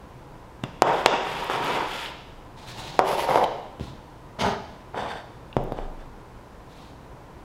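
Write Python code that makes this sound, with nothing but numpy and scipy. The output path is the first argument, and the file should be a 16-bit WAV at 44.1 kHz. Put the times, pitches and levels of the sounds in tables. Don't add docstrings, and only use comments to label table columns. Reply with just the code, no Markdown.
import sys
import numpy as np
from scipy import signal
from scipy.fft import rfft, irfft, next_fast_len
from scipy.io import wavfile
from scipy.ndimage import minimum_filter1d

SR = 44100
rng = np.random.default_rng(int(sys.argv[2]) if len(sys.argv) > 2 else 0)


def transcribe(u):
    v = np.clip(np.atleast_2d(u).T, -1, 1)
    q = np.round(v * 32767).astype(np.int16)
    wavfile.write(sys.argv[1], SR, q)


N = 328086


def amp(db):
    return 10 ** (np.asarray(db) / 20)


def unit(x):
    return x / np.sqrt(np.mean(x ** 2) + 1e-20)


def along(points, hz):
    f, values = np.transpose(points)
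    return np.interp(np.log(hz + 1), np.log(f + 1), values)


def filtered(x, response):
    size = next_fast_len(len(x) + 4096, real=True)
    return irfft(rfft(x, size) * response(np.fft.rfftfreq(size, 1 / SR)), size)[:len(x)]


def coloured(x, spectrum):
    return unit(filtered(x, lambda hz: amp(along(spectrum, hz))))


def edge(x, hz, kind, order):
    return signal.lfilter(*signal.butter(order, hz, kind, fs=SR), x)


def add(track, s, sound):
    start = round(s * SR)
    track[start:start + len(sound)] += sound[:N - start]


def room_tone(air_db=-46.0, fan_db=-50):
    # f/Hz, level/dB
    air_spectrum = [(12, -40), (20, 3.5), (70, 0), (95, -6.5), (123, 1.5), (145, -4.5), (365, -9.5),
                    (469, -16), (510, -33), (637, -15), (1020, -8), (1110, -18.5), (1470, -19.5),
                    (2370, -26), (15800, -45.5)]
    # f/Hz, width/Hz, level/dB
    resonances = [(129.5, 63, -3.5), (300, 42, -10.5), (498, 280, -8.5), (950, 990, -16)]

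    def humps(hz):
        return sum(amp(db) / (1 + (2 * (hz - centre) / width) ** 2) for centre, width, db in resonances)

    fan = unit(filtered(rng.standard_normal(N), humps))
    air = coloured(rng.standard_normal(N), air_spectrum)
    return amp(fan_db) * fan + amp(air_db) * air


def tabletop(t):
    # f/Hz, level/dB relative to the blow, t60/s
    modes = [(70, 7.5, 0.31), (133.7, 8.5, 0.15), (233.3, -1.5, 0.96), (382, -1, 0.078), (467, -12, 0.073),
             (626, -2, 0.32), (756, -5.5, 0.053), (930, -2.5, 0.34)]
    ring = sum(amp(db - 60 * t / t60) * 2 * np.log(1000) / (t60 * SR) * np.cos(2 * np.pi * hz * t)
               for hz, db, t60 in modes)
    return (t == 0) + ring


def contact_pulse(size=1024):
    # f/Hz, level/dB
    spectrum = [(300, -32), (1200, -3.5), (1800, 8.5), (2500, 5.5), (3400, 10), (4200, -7), (5200, -3.5),
                (6200, -7.5), (7900, -7.5), (10000, -17.5), (12500, -18), (16000, -36)]
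    cepstrum = irfft(np.log(amp(along(spectrum, np.fft.rfftfreq(size, 1 / SR)))))
    pulse = irfft(np.exp(rfft(2 * cepstrum[:size // 2], size)))
    return pulse / np.abs(pulse).max()


def knocks(chatter_db=-28, chatter_t60=0.042, bounce_s=0.0085, wet_db=-9):
    # t/s, thud level/dB, click level/dB, thud band low, high f/Hz
    blows = [(0.6358, -19, -34, 151, 279), (0.6384, -19, -20, 404, 1230), (0.8212, 10, -2.5, 400, 1150),
             (0.857, -14, -29, 395, 875), (1.0607, 5, 2, 446, 1070), (1.126, -25, -34, 460, 1100),
             (1.4989, -11, -25, 380, 1240), (2.992, 4.5, -10.5, 490, 1036), (3.012, -19, -41, 450, 950),
             (3.3579, -2.5, -20, 564, 772), (3.376, -5, -35, 490, 1020), (3.3849, -17, -44, 489, 990),
             (3.4359, -22, -34, 255, 950), (3.4405, -30, -20, 252, 1040), (3.7973, -24.5, -34, 70, 600),
             (3.809, -20.5, -37, 60, 288), (4.945, -21.5, -54, 350, 1300), (5.5672, -4, -24, 97, 840),
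             (5.7212, -13.5, -37, 105, 870), (5.7876, -17.5, -49, 300, 800)]
    track, t = np.zeros(N), np.arange(SR // 4) / SR
    board, tick = tabletop(t), contact_pulse()
    for s, thud_db, click_db, low_hz, high_hz in blows:
        thud = edge(edge(board, low_hz, "high", order=2), high_hz, "low", order=4)
        thud = amp(thud_db) * thud / np.abs(thud).max()
        rim_chatter = amp(chatter_db - 60 * t / chatter_t60) * rng.standard_normal(len(t)) / 2
        click = amp(click_db) * signal.fftconvolve((t == 0) + rim_chatter, tick)[:len(t)]
        rebound = amp(-15) * thud + amp(-21) * click
        add(track, s, in_room(thud + click, wet_db))
        add(track, s + bounce_s, in_room(rebound, wet_db))
    return track


def in_room(x, wet_db, build_s=0.00088):
    # f/Hz, t60/s
    decay = [(100, 1), (400, 0.74), (900, 0.73), (3000, 0.95), (6000, 0.82), (14000, 0.93)]
    # f/Hz, level/dB
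    colour = [(60, 0.5), (250, -1), (420, 2), (600, 6.5), (950, 1), (1400, 1), (3300, -0.5), (5000, 3.5),
              (7000, -0.5), (9000, -11.5), (15000, -9)]
    hz, t = np.fft.rfftfreq(256, 1 / SR)[:, None], np.arange(256) * 128 / SR
    noise = rng.standard_normal((len(hz), len(t))) + 1j * rng.standard_normal((len(hz), len(t)))
    tail = signal.istft(noise * amp(along(colour, hz) - 60 * t / along(decay, hz)))[1]
    tail *= 1 - np.exp(-np.arange(len(tail)) / SR / build_s)
    response = amp(wet_db) * tail / np.linalg.norm(tail)
    response[0] += 1
    return signal.fftconvolve(x, response)


def clacks(t60=0.0099, rise_s=0.0006, overtone_ratio=1.264, overtone_db=-5, wet_db=-9):
    # t/s, f/Hz, level/dB
    strikes = [(0.6386, 2730, -20.5), (1.0608, 2755, 2), (2.059, 2960, -16.5), (3.4417, 3050, -15),
               (5.5283, 2780, -26.5), (5.7218, 3700, -35), (5.788, 2340, -31)]
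    track, t = np.zeros(N), np.arange(SR // 16) / SR
    for s, hz, db in strikes:
        phase = 2 * np.pi * hz * t
        modes = np.sin(phase) + amp(overtone_db) * np.sin(overtone_ratio * phase)
        envelope = amp(db - 60 * t / t60) * (1 - np.exp(-t / rise_s))
        add(track, s, in_room(envelope * modes, wet_db))
    return track


def grains(count, rate, spread_db):
    size = amp(spread_db * np.clip(rng.standard_normal(count), -2, 2))
    return (rng.random(count) < rate / SR) * rng.choice([-1, 1], count) * size


def catching(t, rate, depth_db):
    knots = np.clip(rng.standard_normal(1024), -1.5, 1.5)
    return amp(depth_db * np.interp(t * rate, np.arange(len(knots)), knots))


def rub(strokes, body, surface, slip_rate, grit_rate, spread_db, catch_db, uneven_db,
        body_db, rasp_db, fizz_db, wet_db, fizz_hz=7000, fizz_damping=0.13):
    track, t = np.zeros(N), np.arange(SR // 2) / SR
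    for s, length, rise, fall, level_db, pressure_db in strokes:
        glide = np.clip(np.minimum(t / rise, (length - t) / fall), 0, 1)
        speed = glide * catching(t, rate=41.7, depth_db=uneven_db)
        slips = coloured(grains(len(t), slip_rate, spread_db), body)
        grit = grains(len(t), grit_rate, spread_db) * catching(t, rate=140, depth_db=catch_db)
        grit = coloured(grit, surface)
        coarse = unit(edge(grit, fizz_hz, "low", order=4))
        fine = unit(edge(grit, fizz_hz, "high", order=4))
        judder = amp(body_db + pressure_db) * speed ** 0.61 * slips
        rasp = amp(rasp_db) * speed * coarse
        fizz = amp(fizz_db - fizz_damping * pressure_db) * speed ** 1.06 * fine
        add(track, s, in_room(amp(level_db) * (judder + rasp + fizz), wet_db))
    return track


def tin_slide():
    # t/s, length/s, rise/s, fall/s, level/dB, pressure/dB
    strokes = [(0.86, 0.073, 0.0096, 0.051, -30.5, 17), (0.91, 0.21, 0.02, 0.13, -35, 0),
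               (1.112, 0.039, 0.036, 0.014, -35, 25), (1.19, 0.35, 0.1, 0.095, -32.5, 4.5),
               (1.497, 0.14, 0.0029, 0.1, -28, 7), (1.585, 0.22, 0.057, 0.046, -28.5, 6.5),
               (1.74, .14, 0.066, 0.075, -31, 10), (1.81, .325, 0.11, .1, -30.5, -3.5)]
    # f/Hz, level/dB
    body = [(60, -41), (130, -8), (280, -13.5), (380, -5), (590, -9), (820, -6), (940, 2.5), (1060, -6.5),
            (1200, -9.5), (1900, -19), (2600, -20.5), (4000, -70)]
    surface = [(820, -28), (1400, -8.5), (1520, -14), (1820, -12.5), (2940, -11.5), (3490, -14),
               (4100, -22), (4970, -23.5), (5970, -31), (12100, -33), (15800, -41)]
    return rub(strokes, body, surface, slip_rate=1300, grit_rate=2700, spread_db=1.0, catch_db=-0.4,
               uneven_db=0.0, body_db=-6.0, rasp_db=-6.0, fizz_db=-23.5, wet_db=-7)


def crinkles(t60=0.012, above_hz=8000):
    # t/s, level/dB
    snaps = [(1.444, -37), (1.646, -37), (5.639, -44), (5.723, -47)]
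    track, t = np.zeros(N), np.arange(SR // 32) / SR
    for s, db in snaps:
        hiss = unit(edge(rng.standard_normal(len(t)), above_hz, "high", order=2))
        add(track, s, amp(db - 60 * t / t60) * hiss)
    return track


def sleeve_rustle():
    # t/s, length/s, rise/s, fall/s, level/dB, pressure/dB
    strokes = [(2.56, 0.18, 0.04, 0.17, -47, 4.5), (2.66, 0.13, 0.026, 0.073, -44, -13),
               (2.71, 0.34, 0.13, 0.18, -41, 4), (3.797, 0.14, 0.01, 0.12, -45, 2.5),
               (6.68, 0.25, 0.049, 0.076, -56, -13)]
    # f/Hz, level/dB
    body = [(71, -30), (120, 7), (269, -10), (328, -2.5), (503, -9), (876, -1.5), (1900, -25), (2470, -35),
            (4180, -120)]
    surface = [(880, -2.5), (1500, -5.5), (3050, -2.5), (3820, 0.5), (4700, -6.5), (5670, -10.5),
               (6770, -10.5), (7330, -11), (12400, -8), (14300, -16), (15800, -6)]
    return rub(strokes, body, surface, slip_rate=2000, grit_rate=9000, spread_db=2.5, catch_db=1.0,
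               uneven_db=-3.5, body_db=-4.5, rasp_db=-0.5, fizz_db=-16.5, wet_db=-7.0)


def brush_drag():
    # t/s, length/s, rise/s, fall/s, level/dB, pressure/dB
    strokes = [(3.035, 0.13, 0.049, 0.02, -36.5, 7.4), (3.14, 0.15, 0.07, 0.095, -34, 4.2),
               (3.27, 0.18, 0.021, 0.082, -39, 14.6), (3.41, 0.041, 0.056, 0.012, -34.5, 11.3)]
    # f/Hz, level/dB
    body = [(88, -29), (150, -12.5), (269, -17), (399, -9.5), (511, -5), (699, -3.5), (926, -0.5),
            (991, -7.5), (1370, -18), (2200, -23), (2860, -51), (4840, -120)]
    surface = [(1060, -17), (1800, -4), (1950, 0), (3110, -0.5), (3370, -3), (4150, -8), (4670, -9),
               (6540, -21.5), (8520, -27.5), (10700, -21.5), (15800, -32)]
    return rub(strokes, body, surface, slip_rate=1500, grit_rate=4500, spread_db=4.5, catch_db=-0.5,
               uneven_db=-0.5, body_db=3, rasp_db=-1.0, fizz_db=-7, wet_db=-9.0)


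def boot_scuff():
    # t/s, length/s, rise/s, fall/s, level/dB, pressure/dB
    strokes = [(4.386, 0.055, 0.024, 0.019, -31.5, 11.6), (4.428, 0.14, 0.0093, 0.14, -34, 15.4)]
    # f/Hz, level/dB
    body = [(29, -46), (50, -10.5), (206, 1), (335, -15.5), (396, 1.5), (513, -9.5), (675, 0.5),
            (786, -4.5), (901, 1.5), (1150, -12.5), (1260, -7.5), (1900, -14.5), (2470, -45), (4180, -120)]
    surface = [(880, -25), (1500, -8), (1690, -7), (1940, 6), (2100, 8.5), (2660, 3.5), (2960, 7),
               (4260, -6.5), (4840, -10.5), (5900, -23), (6380, -20), (7180, -34.5), (11100, -42),
               (15800, -52)]
    return rub(strokes, body, surface, slip_rate=1000, grit_rate=3300, spread_db=0.6, catch_db=-1.0,
               uneven_db=0.1, body_db=-4.5, rasp_db=-2.5, fizz_db=-3, wet_db=-11.0)


def skull_scrape():
    # t/s, length/s, rise/s, fall/s, level/dB, pressure/dB
    strokes = [(4.932, 0.16, 0.049, .05, -41, 11), (5.03, .2, .05, 0.1, -40, 4.5),
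               (5.75, 0.12, 0.033, 0.081, -49.5, 8.5), (5.97, 0.076, 0.04, 0.037, -53, 1)]
    # f/Hz, level/dB
    body = [(59, -43), (100, -5), (199, -5), (314, -10.5), (490, -1), (853, 2), (1100, -5), (1900, -30),
            (2470, -27), (4180, -120)]
    surface = [(900, -18), (1550, 6), (2100, -2.5), (2680, -7), (3020, -2), (3280, -6), (3580, 1.5),
               (3950, -16), (4400, -12), (4560, -8), (4750, -16), (5650, -21), (6350, -22.5), (7050, -36),
               (7600, -19), (7900, -27), (8450, -22), (8900, -35), (9400, -28), (12000, -35), (15800, -45)]
    return rub(strokes, body, surface, slip_rate=1400, grit_rate=4000, spread_db=3.0, catch_db=0.8,
               uneven_db=-2.5, body_db=-1.5, rasp_db=-0.5, fizz_db=-20, wet_db=-11.5)


def table_sway(rock_hz=25.7, rise_s=0.03, t60=0.99):
    # t/s, level/dB
    shoves = [(5.567, -26), (5.78, -26)]
    envelope, t = np.zeros(N), np.arange(N) / SR
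    for s, db in shoves:
        add(envelope, s, amp(db - 60 * t / t60) * (1 - np.exp(-t / rise_s)))
    return envelope * np.sin(2 * np.pi * rock_hz * t)


def scene():
    impacts = knocks() + clacks()
    friction = tin_slide() + brush_drag() + boot_scuff() + skull_scrape() + sleeve_rustle()
    return (impacts + friction + crinkles() + table_sway() + room_tone())[None]


def limited(x, threshold=1.31, attack_s=0.00036, hold_s=0.022, release_s=0.047, ceiling=0.99):
    size = int(hold_s * SR) | 1
    excess = np.log(np.maximum(np.abs(x) / threshold, 1) + 1e-12)
    held = -minimum_filter1d(-excess, size, origin=size // 2)
    fade = np.arange(N) / SR / release_s
    released = np.exp(np.maximum.accumulate(np.log(held) + fade) - fade)
    lag = np.exp(-1 / (attack_s * SR))
    reduction = signal.lfilter([1 - lag], [1, -lag], released)
    return np.clip(x * np.exp(-reduction), -ceiling, ceiling)


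def record(dry, top_hz=15850):
    return filtered(limited(dry[0]), lambda hz: np.clip((top_hz - hz) / 500 + .5, 0, 1))[None]


dry = scene()
out = record(dry)
transcribe(out)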